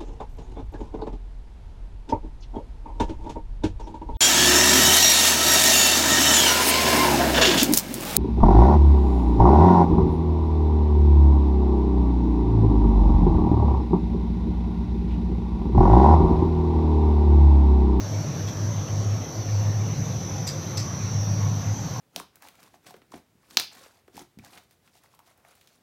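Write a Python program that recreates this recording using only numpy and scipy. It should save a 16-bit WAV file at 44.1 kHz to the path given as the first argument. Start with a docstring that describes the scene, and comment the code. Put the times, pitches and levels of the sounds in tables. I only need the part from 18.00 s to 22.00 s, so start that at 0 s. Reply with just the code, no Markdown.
"""A low hum near 104 Hz swells and fades: the blower of a film blowing machine in a factory hall.
Ducts rumble, cooling air rushes, and other motors and fans add faint tones. An inverter, which feeds
a motor by switching its power very fast, makes that motor whine around 6 kHz; once the whine flares
in a brief squeal. Now and then small metal parts clack together and ring briefly in the hall."""
import sys
import numpy as np
from scipy import signal
from scipy.io import wavfile

SR = 44100
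rng = np.random.default_rng(int(sys.argv[2]) if len(sys.argv) > 2 else 0)


def store_wav(level_fs):
    """Save 16-bit WAV to argv[1]."""
    pcm = np.round(np.clip(np.atleast_2d(level_fs), -1, 1) * 32767)
    wavfile.write(sys.argv[1], SR, pcm.T.astype(np.int16))


N = 176400
T = np.arange(N) / SR


def from_db(db):
    """Turn decibels into a gain."""
    return 10 ** (np.asarray(db) / 20)


def unit_power(x):
    """Scale a signal to an average power of 1."""
    return x / np.sqrt(np.mean(x ** 2) + 1e-20)


def in_time(rows):
    """Join (seconds, value) rows with straight lines."""
    return np.interp(T, *np.transpose(rows))


def drift(rate_hz):
    """A smooth random wobble of typical size 1; a higher rate wobbles faster."""
    step = 40  # samples between random values
    pole = np.exp(-2 * np.pi * rate_hz * step / SR)
    slow = signal.lfilter([1], [1, -2 * pole, pole * pole], rng.standard_normal(N // step + 2002))[2000:]
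    return np.interp(np.arange(N) / step, np.arange(len(slow)), unit_power(slow - slow.mean()))


def band_noise(hz, width_hz, order=2):
    """Noise in one band around a pitch, at power 1."""
    edges = np.clip([hz - width_hz / 2, hz + width_hz / 2], 10, .48 * SR)
    sos = signal.butter(order, edges, "band", fs=SR, output="sos")
    return unit_power(signal.sosfilt(sos, rng.standard_normal(N + SR // 4))[-N:])


def noise_bands(colour, per_octave=4):
    """Centre pitches and bands of noise that add up to the given colour at power 1."""
    centres = 25 * 2 ** np.arange(0, 9.3, 1 / per_octave)
    widths = centres * np.log(2) / per_octave
    colour_hz, colour_db = np.transpose(colour)
    gains = from_db(np.interp(np.log(centres), np.log(colour_hz), colour_db)) * np.sqrt(widths)
    gains /= np.linalg.norm(gains)
    return centres, np.array([g * band_noise(hz, w, order=3) for hz, w, g in zip(centres, widths, gains)])


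def tone(hz, wander_hz):
    """A pure tone of power 1 whose pitch wanders a little."""
    turns = np.cumsum(hz + wander_hz * drift(1.54)) / SR + rng.random()
    return np.sqrt(2) * np.sin(2 * np.pi * turns)


# Colour of the rushing air. Each row: frequency in Hz, relative strength in dB.
AIR_COLOUR = [(30, -17), (100, -0.5), (220, -1), (300, 1), (410, -4.5), (520, -3.5), (750, -5.5),
              (1050, -10), (1600, -15.5), (2100, -16.5), (2900, -21), (4200, -18.5), (5400, -19.5),
              (6700, -20.5), (7500, -30.5), (8200, -39.5), (9500, -40), (11300, -39.5), (12600, -30),
              (14000, -41)]
# How the air rises and falls below and above 700 Hz. Each row: time in seconds, change in dB.
AIR_LOWS = [(0,0.5),(.3,3),(.6,0.8),(1.05,2),(1.75,0),(2.1,0),(2.7,-0.5),(3.3,-1),(4,-3.6)]
AIR_HIGHS = [(0, 0), (1.2, -0.3), (2.0, 0), (2.5, 0.5), (3.3, 0.4), (4, 0.5)]
AIR_DB, AIR_FLICKER_DB = -38, 2.07

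def air():
    """Cooling air rushes, each band flickering slightly."""
    lows_db, highs_db = in_time(AIR_LOWS), in_time(AIR_HIGHS)
    return sum(band * from_db(AIR_DB + AIR_FLICKER_DB * drift(6.7) + (highs_db if hz > 700 else lows_db))
               for hz, band in zip(*noise_bands(AIR_COLOUR, per_octave=6)))


# Brief swells of noise; the one at 5990 Hz is the whine's flare.
# Each row: peak time and half length in seconds, pitch and width in Hz, level in dB.
SWELLS_AND_WHINE_FLARE = [(0.384,0.026,1640,500,-50),(1.65,0.061,810,320,-43.5),(1.966,0.078,5990,129,-42),(3.294,0.023,980,240,-46),(3.303,0.21,194,39.8,-42.5),(3.433,0.027,1090,60,-43),(3.988,0.048,1010,160,-41)]

def swells_and_whine_flare():
    """Narrow bands of noise swell and fade, and the whine flares in a brief squeal near 6 kHz."""
    return sum(from_db(db) * np.exp(-((T - peak) / half) ** 2) * band_noise(hz, width)
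               for peak, half, hz, width, db in SWELLS_AND_WHINE_FLARE)


# Tones of other motors and fans. Each row: pitch in Hz, level in dB.
MOTOR_TONES = [(48.4,-60.5),(71.8,-56),(264,-58.5),(288,-59.5),(455,-63),(600,-66.5)]
# Loudness of two fan tones. Each row: time in seconds, level in dB.
LOW_FAN_LEVEL = [(0,-68),(.25,-58),(1.25,-57),(1.7,-48),(2,-66),(2.5,-46),(3,-61),(3.5,-68),(3.75,-49.5),(4,-50)]
HIGH_FAN_LEVEL = [(0,-63),(.65,-62),(1.05,-55),(1.9,-68),(2.5,-71),(2.95,-49),(3.2,-59),(3.45,-56),(4,-64)]
LOW_FAN_HZ, HIGH_FAN_HZ = 527, 1096
MOTOR_FLUTTER_DB, FAN_FLUTTER_DB = 5, 3.5

def motors_and_fans():
    """Other motors add faint wavering tones, and two fan tones come and go."""
    motors = sum(from_db(db + MOTOR_FLUTTER_DB * drift(0.88)) * tone(hz, wander_hz=0.98)
                 for hz, db in MOTOR_TONES)
    fans = sum(from_db(in_time(level) + FAN_FLUTTER_DB * drift(8)) * tone(hz, wander_hz=2.08)
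               for hz, level in [(LOW_FAN_HZ, LOW_FAN_LEVEL), (HIGH_FAN_HZ, HIGH_FAN_LEVEL)])
    return motors + fans


# The hits within one clack. Each row: delay in seconds before stretching, relative level in dB.
BOUNCES = [(0,-.3),(.006,-2),(.017,-4),(.028,-5.5)]
ATTACK_S, HALL_DB, HALL_FADE_S = .0015, -14, .33  # a fade time is how long a 60 dB drop takes

def bounces(start, stretch, fade_s):
    """Loudness of a quick run of hits: each starts sharply, then fades into the hall's echo."""
    power = 0
    for delay, db in BOUNCES:
        age = np.clip(T - start - stretch * delay, 0, 1)
        attack = np.minimum(age / ATTACK_S, 1)
        decay = np.hypot(from_db(-60 * age / fade_s), from_db(HALL_DB - 60 * age / HALL_FADE_S))
        power += (from_db(db) * attack * decay) ** 2
    return np.sqrt(power)


# The clacks. Each row: start in seconds, level in dB, stretch of the bounce delays, ring pitch and
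# width in Hz, relative ring level in dB, ring fade in seconds, relative frame level in dB,
# treble tilt in dB per octave.
CLACKS = [(.475,-42,.55,3380,200,-4.5,.1,-10,-2),(.876,-47.5,.5,2950,500,0,.1,-14,-8),(1.941,-52,1,4300,400,-3,.15,-16,-5),(2.4685,-30.5,1,4860,170,-1.5,.14,-17.5,1),(2.771,-33.2,.95,5250,900,0,.2,-14,.8)]
# Colour shared by the clacks. Each row: frequency in Hz, relative strength in dB.
CLACK_COLOUR = [(500,-12),(1900,-11),(3000,-13),(4200,-4),(5500,-1),(6300,-4),(7100,-2),(7600,-3),(8200,-13),(9300,-17),(11000,-18),(13300,-14),(15000,-17)]
# Notes of the knocked frame. Each row: pitch in Hz, width in Hz, relative level in dB.
FRAME_NOTES = [(1130,120,-2),(1920,200,-1),(2280,200,-2),(2650,140,-3),(3850,250,-3),(4300,250,1)]
CONTACT_FADE_S, FRAME_FADE_S, CHATTER_DB = .07, .12, 2.5

def clacks():
    """Metal parts chatter together for a moment, knock the frame and leave one short ring."""
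    centres, bands = noise_bands(CLACK_COLOUR, per_octave=8)
    frame = sum(from_db(db) * band_noise(hz, width) for hz, width, db in FRAME_NOTES)
    out = np.zeros(N)
    for start, db, stretch, ring_hz, width_hz, ring_db, ring_fade_s, frame_db, tilt_db in CLACKS:
        tilt = from_db(tilt_db * np.log2(np.maximum(centres, 1000) / ring_hz))
        chatter = unit_power((tilt @ bands) * from_db(CHATTER_DB * drift(140)))
        contact = chatter * bounces(start, stretch, CONTACT_FADE_S)
        ring = from_db(ring_db) * band_noise(ring_hz, width_hz) * bounces(start, stretch, ring_fade_s)
        knock = from_db(frame_db) * frame * bounces(start, stretch, FRAME_FADE_S)
        out += from_db(db) * (contact + ring + knock)
    return out


def cluster(tones, flutter_db=6):
    """Tones that trade strength among themselves while their total power stays the same."""
    pitches, levels = np.transpose(tones)
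    gains = np.array([from_db(db + flutter_db * drift(2.4)) for db in levels])
    gains *= np.linalg.norm(from_db(levels)) / np.linalg.norm(gains, axis=0)
    return sum(gain * tone(hz, wander_hz=1.0) for hz, gain in zip(pitches, gains))


# The whine's central tones, lowest first. Each entry: base level in dB.
CENTRE_DB = [-62, -59, -63, -52.5, -50, -52, -52.5, -55, -53.5, -65, -62.5]
# Tones on either side, and faint ones about an octave up. Each row: pitch in Hz, base level in dB.
OUTER_TONES = [(5289, -67), (5427, -61), (5473, -66), (5520, -65), (5566, -49.5), (5612, -65),
               (5658.6, -57.5), (5705, -52.5), (6296, -57.5), (6342, -63), (6388, -65), (6434, -58.5)]
UPPER_TONES = [(10672,-79),(10695,-78),(11636,-76),(11682,-78),(11777,-81),(11954,-75.5),(12000,-79),(12046,-75.5),(12318,-77),(12365,-74.5)]
# How the three groups swell and fade. Each row: time in seconds, change in dB.
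CENTRE_SWELL = [(0,-1.5),(.38,-2),(.52,-1),(.85,-1.3),(1.02,-2),(1.11,-6),(1.28,-0.5),(1.66,-0.5),(1.8,-1),(1.97,-1.5),(2.1,0),(2.28,2.5),(2.68,0),(2.85,2.5),(3.15,0.2),(3.5,0.5),(3.78,1),(4,-1.5)]
OUTER_SWELL = [(0,-1),(.6,-2),(1.1,-0.5),(1.75,-3),(2.2,-2.5),(2.75,-2.5),(3.2,6.5),(3.55,-1.5),(4,-1.5)]
UPPER_SWELL = [(0,0),(.45,1.5),(.8,-3),(1.2,-1),(1.35,3.5),(1.65,-.5),(2,2),(2.25,0),(2.7,5),(2.95,-.5),(3.5,-1.5),(3.9,4),(4,3)]
# Steady hiss around the whine. Each row: pitch in Hz, width in Hz, level in dB.
WHINE_HISS = [(5680,260,-58),(6330,250,-54.5),(7700,120,-76),(10690,130,-74)]
SWITCH_HZ, DRIVE_HZ = 6000, 23.1  # the inverter's switching rate, and the frequency it feeds the motor

def inverter_whine():
    """The inverter's switching makes the motor sing in three groups of tones over a narrow hiss."""
    pitches = SWITCH_HZ + DRIVE_HZ * np.arange(-11, 10, 2)  # odd steps around the switching rate
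    centre = cluster([*zip(pitches, CENTRE_DB)]) + from_db(-50.5) * band_noise(SWITCH_HZ, width_hz=320)
    upper = cluster(UPPER_TONES) + from_db(-69.5) * band_noise(2 * SWITCH_HZ, width_hz=510)
    hiss = sum(from_db(db) * band_noise(hz, width) for hz, width, db in WHINE_HISS)
    groups = [(centre, CENTRE_SWELL), (cluster(OUTER_TONES), OUTER_SWELL), (upper, UPPER_SWELL)]
    return hiss + sum(group * from_db(in_time(swell)) for group, swell in groups)


# Loudness of the hum, a higher drone and the duct rumble. Each row: time in seconds, level in dB.
HUM_LEVEL = [(0,-35.5),(.08,-30.5),(.22,-28),(.34,-53),(.42,-28),(.5,-32),(.6,-31.5),(.66,-26),(.8,-28),(.86,-33),(.92,-26.5),(1.06,-22),(1.19,-26),(1.25,-44),(1.34,-49),(1.4,-20),(1.445,-42),(1.49,-23.5),(1.65,-22),(1.84,-26),(2.25,-34),(2.38,-31),(2.56,-41),(2.72,-33),(2.8,-25.5),(2.88,-41),(3.03,-32.5),(3.18,-25),(3.54,-24),(3.64,-38),(3.71,-23.5),(3.8,-39.5),(4,-49)]
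DRONE_LEVEL = [(0,-49),(.25,-42),(.55,-48),(.8,-44),(1.1,-44),(1.3,-51),(1.75,-40),(2.05,-40),(2.3,-46),(2.7,-42),(3,-43),(3.25,-40),(3.5,-38),(3.75,-43),(4,-45)]
RUMBLE_LEVEL = [(0,-36.5),(.22,-30.5),(.6,-33),(1.1,-34.5),(1.3,-43),(1.5,-38.5),(2.1,-30.5),(2.6,-36),(3.0,-33),(3.35,-33.5),(4,-31.5)]
# Weaker tones that throb against the hum. Each row: pitch in Hz, average level in dB.
HUM_PARTNERS = [(96.1,-39),(117.3,-41.5)]
# The drone's tones and the rumble's colour. Each row: frequency in Hz, relative strength in dB.
DRONE_TONES = [(141,-2),(155,0),(166,-7),(182,-6),(192,-8),(212,-11)]
RUMBLE_COLOUR = [(25,-50),(36,-42),(47,-34),(65,-18),(85,-2),(105,1.5),(150,4),(190,-6),(230,-9.5),(400,-50.5)]
HUM_HZ, HUM_WANDER_HZ = 104.05, 0.73

def blower():
    """The blower hums and throbs, with a higher drone and the rumble of the ducts around it."""
    hum_db = in_time(HUM_LEVEL)
    hum = from_db(hum_db) * tone(HUM_HZ, HUM_WANDER_HZ)
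    partners = sum(from_db(db) * tone(hz, HUM_WANDER_HZ) for hz, db in HUM_PARTNERS)
    partners *= from_db(0.54 * (hum_db - hum_db.mean()))  # they swell about half as much as the hum
    drone = sum(from_db(db) * tone(hz, HUM_WANDER_HZ) for hz, db in DRONE_TONES)
    drone *= from_db(in_time(DRONE_LEVEL))
    _, bands = noise_bands(RUMBLE_COLOUR)
    rumble = from_db(in_time(RUMBLE_LEVEL)) * bands.sum(axis=0)
    return hum + partners + drone + rumble


def scene():
    """The whole machine, heard in one channel."""
    return (blower() + motors_and_fans() + air() + swells_and_whine_flare()
            + inverter_whine() + clacks())[None]


def record(dry):
    """Cut the highest treble steeply, above 14080 Hz."""
    return signal.sosfilt(signal.ellip(12, .1, 80, 14080, fs=SR, output="sos"), dry)


dry = scene()
out = record(dry)
store_wav(out)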